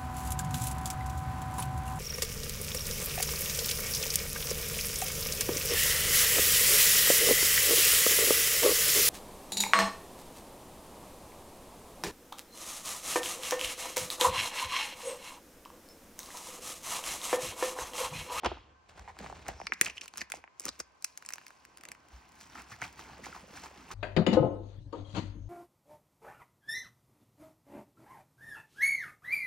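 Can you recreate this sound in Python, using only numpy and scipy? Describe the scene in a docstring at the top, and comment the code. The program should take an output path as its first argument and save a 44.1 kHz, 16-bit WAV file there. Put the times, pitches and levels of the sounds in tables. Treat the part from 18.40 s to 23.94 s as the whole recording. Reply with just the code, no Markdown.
"""A paper lid is pulled off a cup of instant noodles, with a rub and a row of pops, in a small kitchen.
A plastic sauce pouch is then picked up, torn open and squeezed out; metal chopsticks stir the wet noodles
and knock on the paper cup. Rubbing is noise and tiny random catches, snaps and knocks are pushes into
damped resonances, squelches are short sinking tones, and the table is a low boom under the hands.
Two microphone ports hear it all, with short echoes, a room tail and quiet air."""
import sys
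import numpy as np
from scipy import signal
from scipy.fft import rfft, irfft
from scipy.io import wavfile
from scipy.ndimage import uniform_filter1d

SR = 44100
rng = np.random.default_rng(int(sys.argv[2]) if len(sys.argv) > 2 else 0)


def bounce(signal):
    """Save signal as a 16-bit WAV file at the path given by the first command-line argument."""
    frames = np.transpose(np.atleast_2d(signal))
    limited = np.clip(frames, -1, 1)
    pcm = np.round(limited * 32767).astype(np.int16)
    wavfile.write(sys.argv[1], SR, pcm)


N = 244314

TIME = np.arange(N) / SR  # seconds
FFT_SIZE = 2 ** 18
HZ = np.fft.rfftfreq(FFT_SIZE, 1 / SR) + 1e-3  # just above zero, so it can be divided by

# Strokes of rubbing swell to a peak and die away; brightness is extra level in the treble
# columns: peak_s, rise_s, fall_s, level_db, brightness_db
LID_PEEL = [(0.044, 0.0082, 0.004, -38, -22), (0.061, 0.0039, 0.0056, -29.5, 2),
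            (0.08, 0.029, 0.063, -49, 6.5), (0.3, 0.075, 0.061, -64.5, -11)]
PICKING_UP = [(0.495, 0.0045, 0.014, -57, 3.5), (0.585, 0.066, 0.21, -56.5, -4.5),
              (0.685, 0.0093, 0.023, -59.5, 1), (0.8, 0.014, 0.16, -49.5, -1),
              (0.98, 0.098, 0.11, -58.5, 0), (1.088, 0.018, 0.046, -43.5, -3),
              (1.25, 0.06, 0.038, -62, 4.5)]
TEARING = [(1.43, 0.00839, 0.03624, -50, -1), (1.465, 0.028, 0.025, -44, 5),
           (1.58, 0.022, 0.0033, -56.5, 8), (1.637, 0.015, 0.017, -54.5, 6.5),
           (1.815, 0.038, 0.014, -50, 5), (1.955, 0.025, 0.028, -56.5, 5.5),
           (1.985, 0.0295, 0.0082, -51, -26.5), (2.268, 0.011, 0.021, -46, -21.5),
           (2.287, 0.032, 0.0059, -46.5, 4.5), (2.33, 0.016, 0.081, -65.5, 7.5),
           (2.402, 0.006, 0.0054, -42, -6)]
STIRRING = [(3.74, 0.027, 0.079, -62.5, 4), (4.02, 0.042, 0.056, -66, 14.5), (4.19, 0.064, 0.044, -51, 1.5),
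            (4.323, 0.024, 0.035, -55, 7), (4.43, 0.014, 0.044, -46.5, 2.5),
            (4.595, 0.01905, 0.058, -50, 1.5), (4.7, 0.04525, 0.14, -51.5, -5),
            (4.85, 0.017, 0.071, -51.5, 4), (4.955, 0.026, 0.059, -53.5, 3),
            (5.175, 0.048, 0.028, -52, 4.5), (5.255, 0.098, 0.041, -54, 4), (5.36, 0.039, 0.22, -55.5, -2),
            (5.52, 0.02104, 0.021, -49.5, 2)]
NOODLE_DRAG = (4, 0.74, 17.5, -62, -4)  # one such row: a long stroke under all the stirring
PAPER_HZ = 900  # the ring at which the thud rules for paper and creases are set
CREASE_SLIP_S, CREASE_THUD_DB = 0.0013046, -12.5  # thud is relative to the ring


def pouch():
    """The plastic pouch rustles in the hands, tears along its top and crackles as it is squeezed."""
    # Strokes of the squeeze: peak_s, rise_s, fall_s, level_db, brightness_db
    squeeze_strokes = [(2.67, 0.028, 0.055, -74.5, 19.5), (2.92, 0.18, 0.33, -65, 6),
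                       (3.2, 0.059, 0.1, -94, 10), (3.52, 0.071, 0.0096, -55, -9),
                       (3.66, 0.043, 0.13, -66, -25)]
    # Tone of the rubbing: pitch_hz, level_db (relative)
    picking_tone = [(130.0, 14), (300.0, 4), (550.0, 6.5), (850.0, 8.5), (1150.0, -0.5), (1600.0, -3.5),
                    (2500.0, -6.5), (3700.0, -6), (4700, -11.5), (5600, -14), (6600, -14), (8000.0, -13),
                    (11000.0, -26.5), (15000.0, -24)]
    pouch_tone = [(130.0, 6), (300.0, 2.5), (550.0, 2.5), (850.0, -0.5), (1150.0, -3), (1600.0, -14.5),
                  (2500.0, -8.5), (3700.0, -9), (5500.0, -6.5), (8000.0, -9.5), (11000.0, -11),
                  (15000.0, -17)]
    # The taut film snaps as it is gripped and torn; tautness narrows the resonances
    # columns: start_s, thud_db, ring_db, ring_hz, crack_db, crack_hz, slip_s, tautness (plain factor)
    film_rows = [(0.5942, -61, -42.5, 880, -45, 4400, 0.0015, 0.88),
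                 (0.7885, -46, -42, 1252, -38, 4140, 0.0018, 0.91),
                 (1.0823, -50, -35, 820, -29.5, 5700, 0.0038, 0.57),
                 (1.2686, -55, -35, 1080, -29, 2550, 0.0016, 1.8),
                 (1.2692, -50, -29.5, 2480, -27.5, 4570, 0.0012, 6.1),
                 (1.335, -50, -49, 1000, -31.5, 4130, 0.0027, 1.2),
                 (1.412, -30, -14.5, 2420, -9.5, 9250, 0.0014, 1.78),
                 (1.4472, -56, -53, 2540, -28, 6950, 0.0015, 2.8),
                 (1.4594, -59, -31, 2520, -30, 6600, 0.00113, 1.1),
                 (1.4632, -60, -23.5, 2640, -41, 3990, 0.0027, 2),
                 (1.472, -54, -34.5, 1450, -44, 4500, .0015, 1.2),
                 (1.4833, -65, -35, 2600, -43, 6210, 0.0014, 3),
                 (1.498, -48, -31, 2660, -39, 6140, 0.00209, 2.9),
                 (1.572, -69, -36, 2910, -52, 5694, 0.00176, 2.4),
                 (1.5797, -63, -29, 2890, -42.5, 5691, 0.0026, 4.1),
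                 (1.611, -63, -35, 2560, -35, 5500, 0.0043, 2.1),
                 (1.6155, -61, -37, 3120, -38.5, 5600, 0.0014, 1.6),
                 (1.658, -65, -47.5, 1280, -41, 5700, 0.0015, 1.1),
                 (1.6796, -71, -40, 2860, -37.5, 7840, 0.0022, 2.3),
                 (1.7377, -52, -43, 880, -41, 2888, 0.00099, 1.1),
                 (1.758, -60, -44, 1610, -51, 7410, 0.00064, 0.66),
                 (1.7734, -64, -44, 1830, -31, 7380, 0.0009, 1.2),
                 (1.7799, -55, -42, 1064, -30, 6876, 0.00127, 1.1),
                 (1.8093, -63, -33, 2060, -33.5, 4700, 0.0019, 4.8),
                 (1.8148, -40.5, -28, 1950, -29, 4540, 0.003, 1.7),
                 (1.9002, -65, -42.5, 1510, -39, 6394, 0.0031, 0.84),
                 (1.9194, -59.5, -28, 1896, -25.5, 6327, 0.001, 1.04),
                 (2.1975, -55, -49, 2334, -29, 7200, 0.00093, 1.94),
                 (2.205, -50, -51, 1210, -38.5, 6987, 0.00088, 1.2),
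                 (2.2542, -40, -42, 2037, -24.5, 9350, 0.00038, 1.5),
                 (2.2643, -38, -35.5, 1158, -37, 7610, 0.0013, 2.4),
                 (2.2822, -40, -36, 1320, -28.5, 5827, 0.0049, 1.9),
                 (2.2897, -41, -40, 1252, -24.5, 4970, 0.001, 3.7),
                 (2.392, -52, -51, 1840, -36.5, 7950, 0.0084, 0.66),
                 (2.4005, -38.5, -35.5, 1530, -25.5, 6240, 0.0027, 2.3)]
    # Creases click in the slack pouch as it is squeezed: start_s, crack_db, ring_db, ring_hz
    crease_rows = [(2.624, -40, -55, 2100), (2.6434, -24.5, -40, 2170), (2.6459, -21.5, -32.5, 2240),
                   (2.7749, -32, -47.5, 1960), (2.824, -46.5, -43, 1660), (2.85, -46, -46, 2330),
                   (2.8618, -35, -53, 2420), (2.8887, -30, -38.5, 1900), (2.9046, -38, -39, 1520),
                   (2.924, -40, -43, 2300), (2.936, -26.5, -41.5, 1730), (2.957, -42, -45.5, 1400),
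                   (2.9821, -44, -38.5, 1440), (3.014, -60, -48.5, 1390), (3.066, -41, -44, 1730),
                   (3.081, -44, -59, 2204), (3.105, -53, -44, 1380), (3.251, -45.5, -47, 1740),
                   (3.3729, -41, -52.5, 1900), (3.383, -50, -54, 2000), (3.4104, -47.5, -50.5, 1700),
                   (3.436, -42, -44.5, 1270), (3.4527, -40, -40.5, 2020), (3.487, -38, -47, 1960),
                   (3.517, -35, -39.5, 2100), (3.55, -63, -47.5, 1500),]
    picking = friction(PICKING_UP, (-2.5, -3.5, -4.5), picking_tone,
                       grains_per_s=760, spread_db=2.0, smooth=0.74, pitched=0.36)
    picking = picking * clumps(depth_db=2.0, rate_hz=35)
    tearing = friction(TEARING + squeeze_strokes, (-6, -4, -4.5), pouch_tone,
                       grains_per_s=1000, spread_db=3.0, smooth=0.46, pitched=0.36)
    rows = film_rows + [crease(*row) for row in crease_rows] + tear_ticks()
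    clicks = snaps(rows, thud_hz=340.0, ring_q=0.96, crack_q=0.46, chatter=0.16)
    return picking + swish() + tearing + buckle(flops(), lag_cycles=1.6) + buckle(clicks, lag_cycles=0.888)


def crease(s, crack_db, ring_db, ring_hz):
    """A crease flips in slack film: a thin click; low-ringing ones thud most, high-ringing ones are tauter."""
    thud_db = ring_db + CREASE_THUD_DB - 11.5 * np.log2(ring_hz / PAPER_HZ)
    tautness = (ring_hz / 1800) ** 1.96
    return s, thud_db, ring_db, ring_hz, crack_db, 7160, CREASE_SLIP_S, tautness


def tear_ticks():
    """The tear runs on in rows of tiny ticks: the film gives way a little at a time, at an uneven pace."""
    # Runs of ticks: start_s, end_s, level_db, crack_hz
    run_rows = [(1.426, 1.468, -47, 6800), (1.616, 1.647, -50, 5500), (1.786, 1.811, -44, 4850),
                (1.948, 1.973, -48, 6600), (2.217, 2.274, -46, 6800)]
    ticks_per_s, jitter, spread_db = 180, 0.22, 2.5  # jitter is a share of the gap between ticks
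    rows = []
    for start, end, level_db, crack_hz in run_rows:
        times = np.arange(start, end, 1 / ticks_per_s)
        for s, (late, strength) in zip(times, rng.standard_normal((20, 2))):
            crack_db = level_db + spread_db * strength
            ring_db = crack_db - 10.5
            rows.append((s + jitter * late / ticks_per_s, ring_db + CREASE_THUD_DB, ring_db, 2200,
                         crack_db, crack_hz, CREASE_SLIP_S, 2.6))
    return rows


def flops(size=2048):
    """The soft wall of the full pouch turns over in one push: a dull slap, a ring and hardly any crack."""
    # Flops of the wall: start_s, ring_db, ring_hz, slap_db
    flop_rows = [(0.767, -43.5, 970, -60), (0.803, -40.5, 550, -49), (0.8426, -36, 750, -43),
                 (0.8618, -36.5, 1080, -39), (0.898, -35, 765, -67), (0.9251, -34.5, 800, -67),
                 (1.065, -42.5, 1400, -45.5), (1.0865, -28, 710, -34), (1.1998, -32.5, 840, -46),
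                 (1.2142, -32, 776, -37), (1.321, -24, 1953, -23.5), (1.9381, -32, 767, -37.5),
                 (2.0394, -42, 900, -40), (2.0763, -71.5, 1098, -46)]
    out, t, push = np.zeros(N), np.arange(size) / SR, signal.unit_impulse(size)
    soft = signal.butter(6, 2630, fs=SR, output="sos")  # keeps the treble out of slap and ring
    slap = unit_blow(signal.sosfilt(soft, resonate(push, hz=1950, q=0.59)))
    thud = amp(-15.5) * unit_blow(resonate(push, hz=390.0, q=1.0))
    for s, ring_db, ring_hz, slap_db in flop_rows:
        ring = unit_blow(signal.sosfilt(soft, resonate(push, ring_hz, q=1.42)))
        slips = rng.standard_normal(size) * np.exp(-t / .0016)
        crack = amp(-16.5) * unit_blow(resonate(slips, hz=4500, q=0.51))
        add(out, s, amp(ring_db) * (ring + thud + crack) + amp(slap_db) * slap)
    return out


def swish():
    """Two smooth faces of film sing faintly as they slide: noise through one narrow resonance."""
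    # One stroke: peak_s, rise_s, fall_s, level_db, brightness_db
    swish_stroke = (1.2, 0.05, 0.13, -59.5, 0)
    return force([swish_stroke]) * evened(resonate(rng.standard_normal(N), hz=5540, q=5))


def buckle(x, lag_cycles):
    """A buckle spreads over the sheet: low pitches come later than high ones, so a click sinks as it dies."""
    # well above 100 Hz each pitch is late by about the same number of its own cycles
    return shaped(x, np.exp(-2j * np.pi * lag_cycles * np.log(HZ + 100)))


def lid():
    """The paper lid rubs as it peels from the rim, and pops as it buckles and lets go."""
    # Pops of the lid: start_s, ring_db, ring_hz, crack_db, slip_s
    pop_rows = [(0.0331, -25.5, 810, -43, 0.014), (0.043, -37, 1020, -48, 0.0025),
                (0.0465, -20.5, 1060, -26.5, 0.0051), (0.052, -26, 750, -40, 0.0025),
                (0.0599, -24, 990, -28.5, 0.00086), (0.0622, -23, 960, -28.5, 0.00076),
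                (0.066, -23.5, 740, -47, 0.0036), (0.1165, -29.5, 654, -60, 0.0055),
                (0.168, -40, 880, -63, 0.00625)]
    # Tone of the rubbing: pitch_hz, level_db (relative)
    lid_tone = [(130.0, 2), (330, 9), (550.0, 5.5), (850.0, 0), (1600.0, -10.5), (2300, -12.5),
                (3300.0, -6), (4500.0, -20.5), (11000.0, -48)]
    peel = friction(LID_PEEL, (-2, -2, -7), lid_tone, grains_per_s=900, spread_db=1.5, smooth=1.0, pitched=0.56)
    pops = snaps(paper_blows(pop_rows, crack_hz=2650), thud_hz=365.0, ring_q=1.8, crack_q=0.63, chatter=0.17)
    return cup(peel + pops, ring_db=-16.5)


def creak():
    """A finger sticks and slips on the cup: a train of taps at a changing pace, each ringing the wall."""
    # Pace of the slips: time_s, slips_per_s, level_db
    creak_rows = [(0.6773, 267, -38), (0.688, 123, -43), (0.698, 550, -44), (0.707, 210, -46)]
    s, rate, level_db = np.transpose(creak_rows)
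    turns = np.cumsum(np.interp(TIME, s, rate, left=0, right=0)) / SR
    slips = np.diff(np.ceil(turns), prepend=0) * amp(np.interp(TIME, s, level_db))  # one tap per whole turn
    tap = signal.unit_impulse(1024)
    wall = unit_blow(resonate(tap, hz=880, q=2.9)) + amp(-7.5) * unit_blow(resonate(tap, hz=1900, q=2.8))
    return signal.oaconvolve(slips, wall)[:N]


def stirring():
    """Sticky noodles part in smacks and squelches, sauce ticks, and the chopsticks scrape and knock."""
    # Chopsticks strike the cup: start_s, ring_db, ring_hz, crack_db, slip_s
    knock_rows = [(4.011, -65, 1508, -43.5, 0.00172), (4.155, -35, 1220, -58, 0.0056),
                  (4.3185, -39, 1280, -51, 0.0063), (4.4174, -29.5, 1560, -35, 0.0018),
                  (4.4225, -25.5, 1400, -50, 0.0014), (4.4428, -35, 1295, -41, 0.0075),
                  (4.593, -39.5, 1200, -59, 0.001787), (4.841, -63, 1308, -39, 0.00756),
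                  (4.8577, -40.5, 1900, -36, 0.0047), (4.8661, -33, 880, -54, 0.0028),
                  (4.9627, -36.5, 942.9, -60, 0.0033), (5.172, -38.5, 1310, -52, 0.0053),
                  (5.2369, -36.5, 900, -39.5, 0.00819), (5.2586, -37.5, 900, -44, 0.0059),
                  (5.5046, -30.5, 1000, -62, 0.016), (5.5135, -47, 965, -34, 0.007)]
    # Tone of the rubbing: pitch_hz, level_db (relative)
    noodle_tone = [(130.0, 6), (300.0, 2), (550.0, -7.5), (850.0, 2), (1150.0, -5.5), (1600.0, -10.5),
                   (2500.0, -12.5), (3700.0, -7.5), (5500.0, -4.5), (8000.0, -8.5), (11000.0, -10),
                   (15000.0, -12.5)]
    strokes = STIRRING + [NOODLE_DRAG]
    noodles = friction(strokes, (-4, -2.5, -4.5), noodle_tone,
                       grains_per_s=1300, spread_db=3.0, smooth=0.93, pitched=0.63)
    wet = evened(resonate(catches(per_s=60, spread_db=6.5), hz=7500, q=0.38))
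    ticks = amp(-13.5) * force(strokes) * wet
    knocks = snaps(paper_blows(knock_rows, crack_hz=4400), thud_hz=430, ring_q=1.27, crack_q=0.42, chatter=0.12)
    return noodles * clumps(depth_db=1.0, rate_hz=54) + ticks + cup(knocks + squelches(), ring_db=-16.0)


def squelches(count=12, size=1500):
    """Pockets of air open in turn in the sauce; each rings a few cycles and sinks in pitch as it widens."""
    # Wet noodles pull apart: start_s, length_s, level_db, pitch_hz
    squelch_rows = [(4.166, .045, -47, 1290), (4.18, .035, -49, 900), (4.185, .022, -49, 2000),
                    (4.326, .016, -47.5, 1780), (4.401, .003, -47, 1251), (4.42, .026, -38, 2200),
                    (4.594, .003, -45, 1630), (4.65, .014, -50.5, 2016), (4.695, .01, -47.5, 970),
                    (4.839, .01, -41, 1867), (4.926, .003, -42.5, 1860), (4.928, .004, -40.5, 1299),
                    (4.948, .003, -36, 900), (4.975, .008, -41, 830), (5.151, .016, -53, 930),
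                    (5.399, .01, -50.5, 1160)]
    pockets_per_s, fade_cycles, sink = 200, 2.36, 0.28  # sink: the pitch starts this share too high
    out, t = np.zeros(N), np.arange(size) / SR
    for s, length, level_db, hz in squelch_rows + stray_squelches(1 / pockets_per_s):
        # the first pocket opens at once, the rest at uneven gaps
        late = rng.random(count) * (np.arange(count) > 0)
        delays = (np.arange(count) + late) / pockets_per_s
        for delay, (pitch, strength) in zip(delays, rng.uniform(-1.3, 1, (count, 2))):
            if delay < length:
                cycles = t * hz * 2 ** (0.16 * pitch)
                age = cycles / fade_cycles
                turns = cycles + sink * fade_cycles * (1 - np.exp(-age))
                pocket = unit_blow(np.sqrt(age) * np.exp(-age) * np.sin(2 * np.pi * turns))
                add(out, s + delay, amp(level_db - 2.5 * strength) * pocket)
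    return out


def stray_squelches(length_s, count=60):
    """Single air pockets at random times, about as strong as the stirring is at that moment."""
    times = rng.uniform(STIRRING[0][0], STIRRING[-1][0], count)
    effort_db = 20 * np.log10(np.interp(times, TIME, force(STIRRING + [NOODLE_DRAG])))
    return [(s, length_s, db + 1 + 1 * strength, 1400 * 2 ** (0.607 * pitch))
            for s, db, (strength, pitch) in zip(times, effort_db, rng.standard_normal((count, 2)))]


def cup(x, ring_db, size=6000):
    """Whatever touches the paper cup sets its wall and its air ringing."""
    # Ringing tones of the cup: pitch_hz, level_db, t60_s (time to die by 60 dB)
    cup_tones = [(747, 4, 0.075), (900, 7, 0.024), (1045, 2.5, 0.094)]
    t = np.arange(size) / SR
    ring = sum(amp(db - 60 * t / t60) * np.sin(2 * np.pi * hz * t) for hz, db, t60 in cup_tones)
    return x + amp(ring_db) * np.std(x) * evened(signal.oaconvolve(x, ring)[:N])


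def paper_blows(rows, crack_hz):
    """Snaps of stiff paper: the larger the patch that moves, the lower it rings and the more it thuds."""
    return [(s, db - 8.5 - 20.5 * np.log2(hz / PAPER_HZ), db, hz, crack_db, crack_hz, slip_s, 1)
            for s, db, hz, crack_db, slip_s in rows]


def snaps(rows, thud_hz, ring_q, crack_q, chatter, size=3072):
    """Each snap is a sudden release and a dying run of micro-slips; the sheet thuds, rings and cracks."""
    out, t = np.zeros(N), np.arange(size) / SR
    for s, thud_db, ring_db, ring_hz, crack_db, crack_hz, slip_s, tautness in rows:
        slips = rng.standard_normal((2, size)) * np.exp(-t / max(slip_s, 1e-4))
        # a short slip is nearly one clean push, a longer one has more chatter
        push = unit_blow(1. * (t == 0)) + chatter * np.sqrt(abs(slip_s) * SR) * unit_blow(slips[0])
        # a large flap moves slowly
        push = signal.sosfilt(signal.butter(2, 2 * ring_hz, fs=SR, output="sos"), push)
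        thud = amp(thud_db) * unit_blow(resonate(push, thud_hz, q=1.0))
        # the tauter the sheet, the narrower its resonances
        ring = amp(ring_db) * unit_blow(resonate(push, ring_hz, ring_q * tautness))
        crack = amp(crack_db) * unit_blow(resonate(slips[1], crack_hz, crack_q * tautness))
        # the higher the crack, the more its first instant glints at the very top
        edge = resonate(slips[0] * np.exp(-t / .0008), hz=13000, q=1)
        glint = amp(crack_db - 10) * (crack_hz / 9000) ** 2 * unit_blow(edge)
        add(out, s, thud + ring + crack + glint)
    return out


def friction(strokes, mix_db, colour, grains_per_s, spread_db, smooth, pitched, count=14):
    """Smooth sliding, soft catches, and small smacks that each ring at their own pitch."""
    smacks = np.zeros(N)
    for hz in np.geomspace(300, 10000, count):
        smacks += np.sqrt(hz) * evened(resonate(catches(grains_per_s / count, spread_db), hz, q=3.17))
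    # fingers and noodles are soft, so their catches lack the top of the sliding hiss
    soft = signal.sosfilt(signal.butter(1, 4500, fs=SR, output="sos"), evened(catches(grains_per_s, spread_db)))
    drive = soft + pitched * evened(smacks) + smooth * rng.standard_normal(N)
    # three bands: rubbing below 1200 Hz, crinkle between, fizz above 3500 Hz; mix_db has one level for each
    below, above = 1 / (1 + (HZ / 1200) ** 6), 1 / (1 + (3500 / HZ) ** 8)
    body = amp(read(colour, HZ)) / (1 + (100 / HZ) ** 4)
    bands = shaped(drive, body * np.array([below, 1 - below - above, above]))
    bands /= np.sqrt(uniform_filter1d(bands ** 2, size=2200) + 1e-18)  # the hand sets the force of the stroke
    return sum(amp(mix_db[k]) * force(strokes, k / 2) * band for k, band in enumerate(bands))


def force(strokes, bright_share=0):
    """Gain over time of a set of strokes; higher bands take a greater share of a stroke's brightness."""
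    power = np.zeros(N)
    for s, rise_s, fall_s, level_db, bright_db in strokes:
        away = np.minimum(np.maximum((s - TIME) / rise_s, (TIME - s) / fall_s), 20)
        power += amp(level_db + bright_share * bright_db) ** 2 * np.exp(-2 * away)
    return np.sqrt(power)


def catches(per_s, spread_db):
    """A random train of tiny releases of unequal size."""
    sizes = amp(spread_db * np.minimum(rng.exponential(1, N), 4))
    return sizes * np.sign(rng.standard_normal(N)) * (rng.random(N) < per_s / SR)


def clumps(depth_db, rate_hz):
    """A random gain: things stick for a moment, then let go in a clump."""
    sway = signal.sosfilt(signal.butter(2, rate_hz, fs=SR, output="sos"), rng.standard_normal(N))
    return evened(amp(depth_db * evened(sway)))


def bumps(count=5):
    """Soft weight bumps and drags: dull low grains, ringing at a few pitches, under the handling."""
    # Full pouch, gripping fingers, lump of noodles: peak_s, rise_s, fall_s, level_db, brightness_db
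    bump_strokes = [(0.808, .006, 0.38, -56, 0), (2.92, .06, 0.04, -74, 0), (3.45, 0.1, 0.14, -63.5, 0),
                    (4.85, 0.25, 1.1, -61, 0)]
    grains = np.zeros(N)
    for hz in np.geomspace(187, 527, count):
        grains += evened(resonate(catches(per_s=45, spread_db=6.0), hz, q=2.4))
    return force(bump_strokes) * evened(grains)


def table(size=9000):
    """The table top booms softly with the force of the hands and swings a few cycles after each nudge."""
    # The cup is nudged against the table: start_s, pitch_hz, level_db
    nudge_rows = [(0.587, 61, -48), (3.728, 60.05, -44.5), (4.316, 117, -48.5), (4.42, 124, -49)]
    lag_s = 0.033  # the table top takes about this long to follow the hands
    boom = signal.hilbert(resonate(rng.standard_normal(N), hz=65.5, q=1.86))
    strength = np.sqrt(uniform_filter1d(abs(boom) ** 2, size=2500))
    # peeling and picking up reach the table best, tearing least
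    push = (amp(0) * force(LID_PEEL) * amp(1) + amp(-1.0) * force(PICKING_UP) + amp(-12.5) * force(TEARING)
            + amp(-8.0) * force(STIRRING + [NOODLE_DRAG]))
    keep = np.exp(-1 / (lag_s * SR))
    out = signal.lfilter([1 - keep], [1, -keep], push) * evened(boom.real / strength)
    t = np.arange(size) / SR
    for s, hz, level_db in nudge_rows:
        age = t * hz / 1.05  # the swing is greatest after 1.05 cycles
        add(out, s, amp(level_db) * age * np.exp(1 - age) * np.sin(2 * np.pi * hz * t))
    return out


def air():
    """Steady room air, filtered noise with a faint appliance whirr, partly different at each port."""
    # Tone of the air: pitch_hz, level_db (relative)
    air_tone = [(40, -12.5), (300, -10.5), (550, -9), (1000, -3.5), (1800, -14.5), (2500, -16.5),
                (3300, -16.5), (7000, -26), (15000, -70)]
    # Whirr of an appliance: pitch_hz, width_hz, level_db
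    whirr_rows = [(62, 6.3, -82.5), (1037, 150, -75), (1550, 39, -77)]
    noise = rng.standard_normal((3, N))
    noise = noise[0] + 3.4 * noise[1:]
    whirr = sum(amp(db) * evened(resonate(noise, hz, hz / width)) for hz, width, db in whirr_rows)
    return amp(-66.5) * evened(shaped(noise, amp(read(air_tone, HZ)))) + whirr


def table_echo(x, size=600):
    """Echoes off the table and the things on it, opposite in sign at the two ports, tell them apart."""
    taps = rng.standard_normal(size) * signal.windows.hann(size)
    band = signal.butter(1, [220, 5000], "bandpass", fs=SR, output="sos")
    echo = signal.sosfilt(band, signal.oaconvolve(x, taps / np.linalg.norm(taps))[:N])
    return np.array([echo, -echo])


def kitchen(x, size=24000):
    """A diffuse noise tail for each port, every band dying at its own speed."""
    # How long the room rings: pitch_hz, t60_s (time to die by 60 dB)
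    room_decay = [(200, 0.045), (2500, 0.43), (7000, 0.13), (15000, 0.04)]
    hz, t, z = signal.stft(rng.standard_normal((2, size)), SR, nperseg=256)
    tail = signal.istft(z * amp(-60 * t / read(room_decay, hz)[:, None]), SR, nperseg=256)[1]
    tail *= 1 - np.exp(-np.arange(tail.shape[1]) / SR / 0.0009)  # a soft start
    # long waves reach both ports alike
    shared = signal.sosfilt(signal.butter(1, 2500, fs=SR, output="sos"), tail[0] - tail[1])
    tail = np.array([tail[0], tail[1] + shared])
    return signal.fftconvolve(x[None], tail / np.linalg.norm(tail[0]), axes=1)[:, :N]


def ports(x):
    """Near sounds reach the two microphone ports with a phase gap that is widest in the treble."""
    # Left against right: pitch_hz, left_lead_radians, left_minus_right_db
    port_rows = [(100, 0, -.5), (550, -.1, -2), (1200, 0, -.3), (3000, 0, -2), (3700, .3, 1.5),
                 (4800, .3, 0), (6500, 1.45, .3), (9500, 2.8, -.8), (16000, 4.2, 1)]
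    half = np.exp(.5j * read(port_rows, HZ)) * amp(read(port_rows, HZ, axis=2) / 2)
    return shaped(x, np.array([half, 1 / half]))


def microphone(x):
    """Each peak or hollow of the microphone in its case is one bell filter."""
    # Peaks and hollows: pitch_hz, q (sharpness), level_db
    bell_rows = [(2460, 2.25, 2), (3486, 2.48, -6.5)]
    for hz, q, db in bell_rows:
        turn, height = 2 * np.pi * hz / SR, amp(db / 2)
        damp, middle = np.sin(turn) / (2 * q), -2 * np.cos(turn)
        top = [1 + damp * height, middle, 1 - damp * height]
        bottom = [1 + damp / height, middle, 1 - damp / height]
        x = signal.lfilter(top, bottom, x)
    return x


def amp(db):
    """Decibels to gain."""
    return 10 ** (np.asarray(db) / 20)


def evened(x):
    """Scales to rms 1."""
    return x / np.sqrt(np.mean(x ** 2) + 1e-20)


def unit_blow(x):
    """Scales to the energy of one millisecond at rms 1."""
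    return x * np.sqrt(SR / 1000 / (np.sum(x ** 2) + 1e-20))


def read(points, hz, axis=1):
    """Reads one column of a table between its rows, on a log-frequency axis."""
    columns = np.transpose(points)
    return np.interp(np.log(hz + 1), np.log(columns[0]), columns[axis])


def shaped(x, response):
    """Filters by a frequency response."""
    return irfft(rfft(x, FFT_SIZE) * response)[..., :N]


def resonate(x, hz, q):
    """A damped resonance, applied twice for steep skirts."""
    hz = min(hz, .4 * SR)
    turn = 2 * np.pi * hz / SR
    damp = np.sin(turn) / (2 * q)
    section = [damp, 0, -damp, 1 + damp, -2 * np.cos(turn), 1 - damp]
    return signal.sosfilt(np.array([section, section]) / (1 + damp), x)


def add(mix, s, sound):
    """Mixes a sound in at s seconds."""
    part = mix[max(round(s * SR), 0):][:len(sound)]
    part += sound[:len(part)]


def scene():
    """All the handling close by, in the kitchen; each action has its own echoes."""
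    actions = [pouch(), lid() + creak(), stirring(), bumps() + table()]
    near = sum(actions)
    early = amp(-11) * sum(table_echo(action) for action in actions)
    return ports(near) + early + amp(-20.0) * kitchen(near) + air()


def record(dry):
    """The microphone's colour, then a low cut at 37 Hz and a high cut at 16 kHz."""
    low_cut = signal.butter(2, 37.01, "highpass", fs=SR, output="sos")
    lean = signal.sosfilt(low_cut, microphone(dry))
    high_cut = signal.firwin(255, 16000, window=("kaiser", 9), fs=SR)
    return signal.oaconvolve(lean, high_cut[None], "same")


dry = scene()
out = record(dry)
bounce(out)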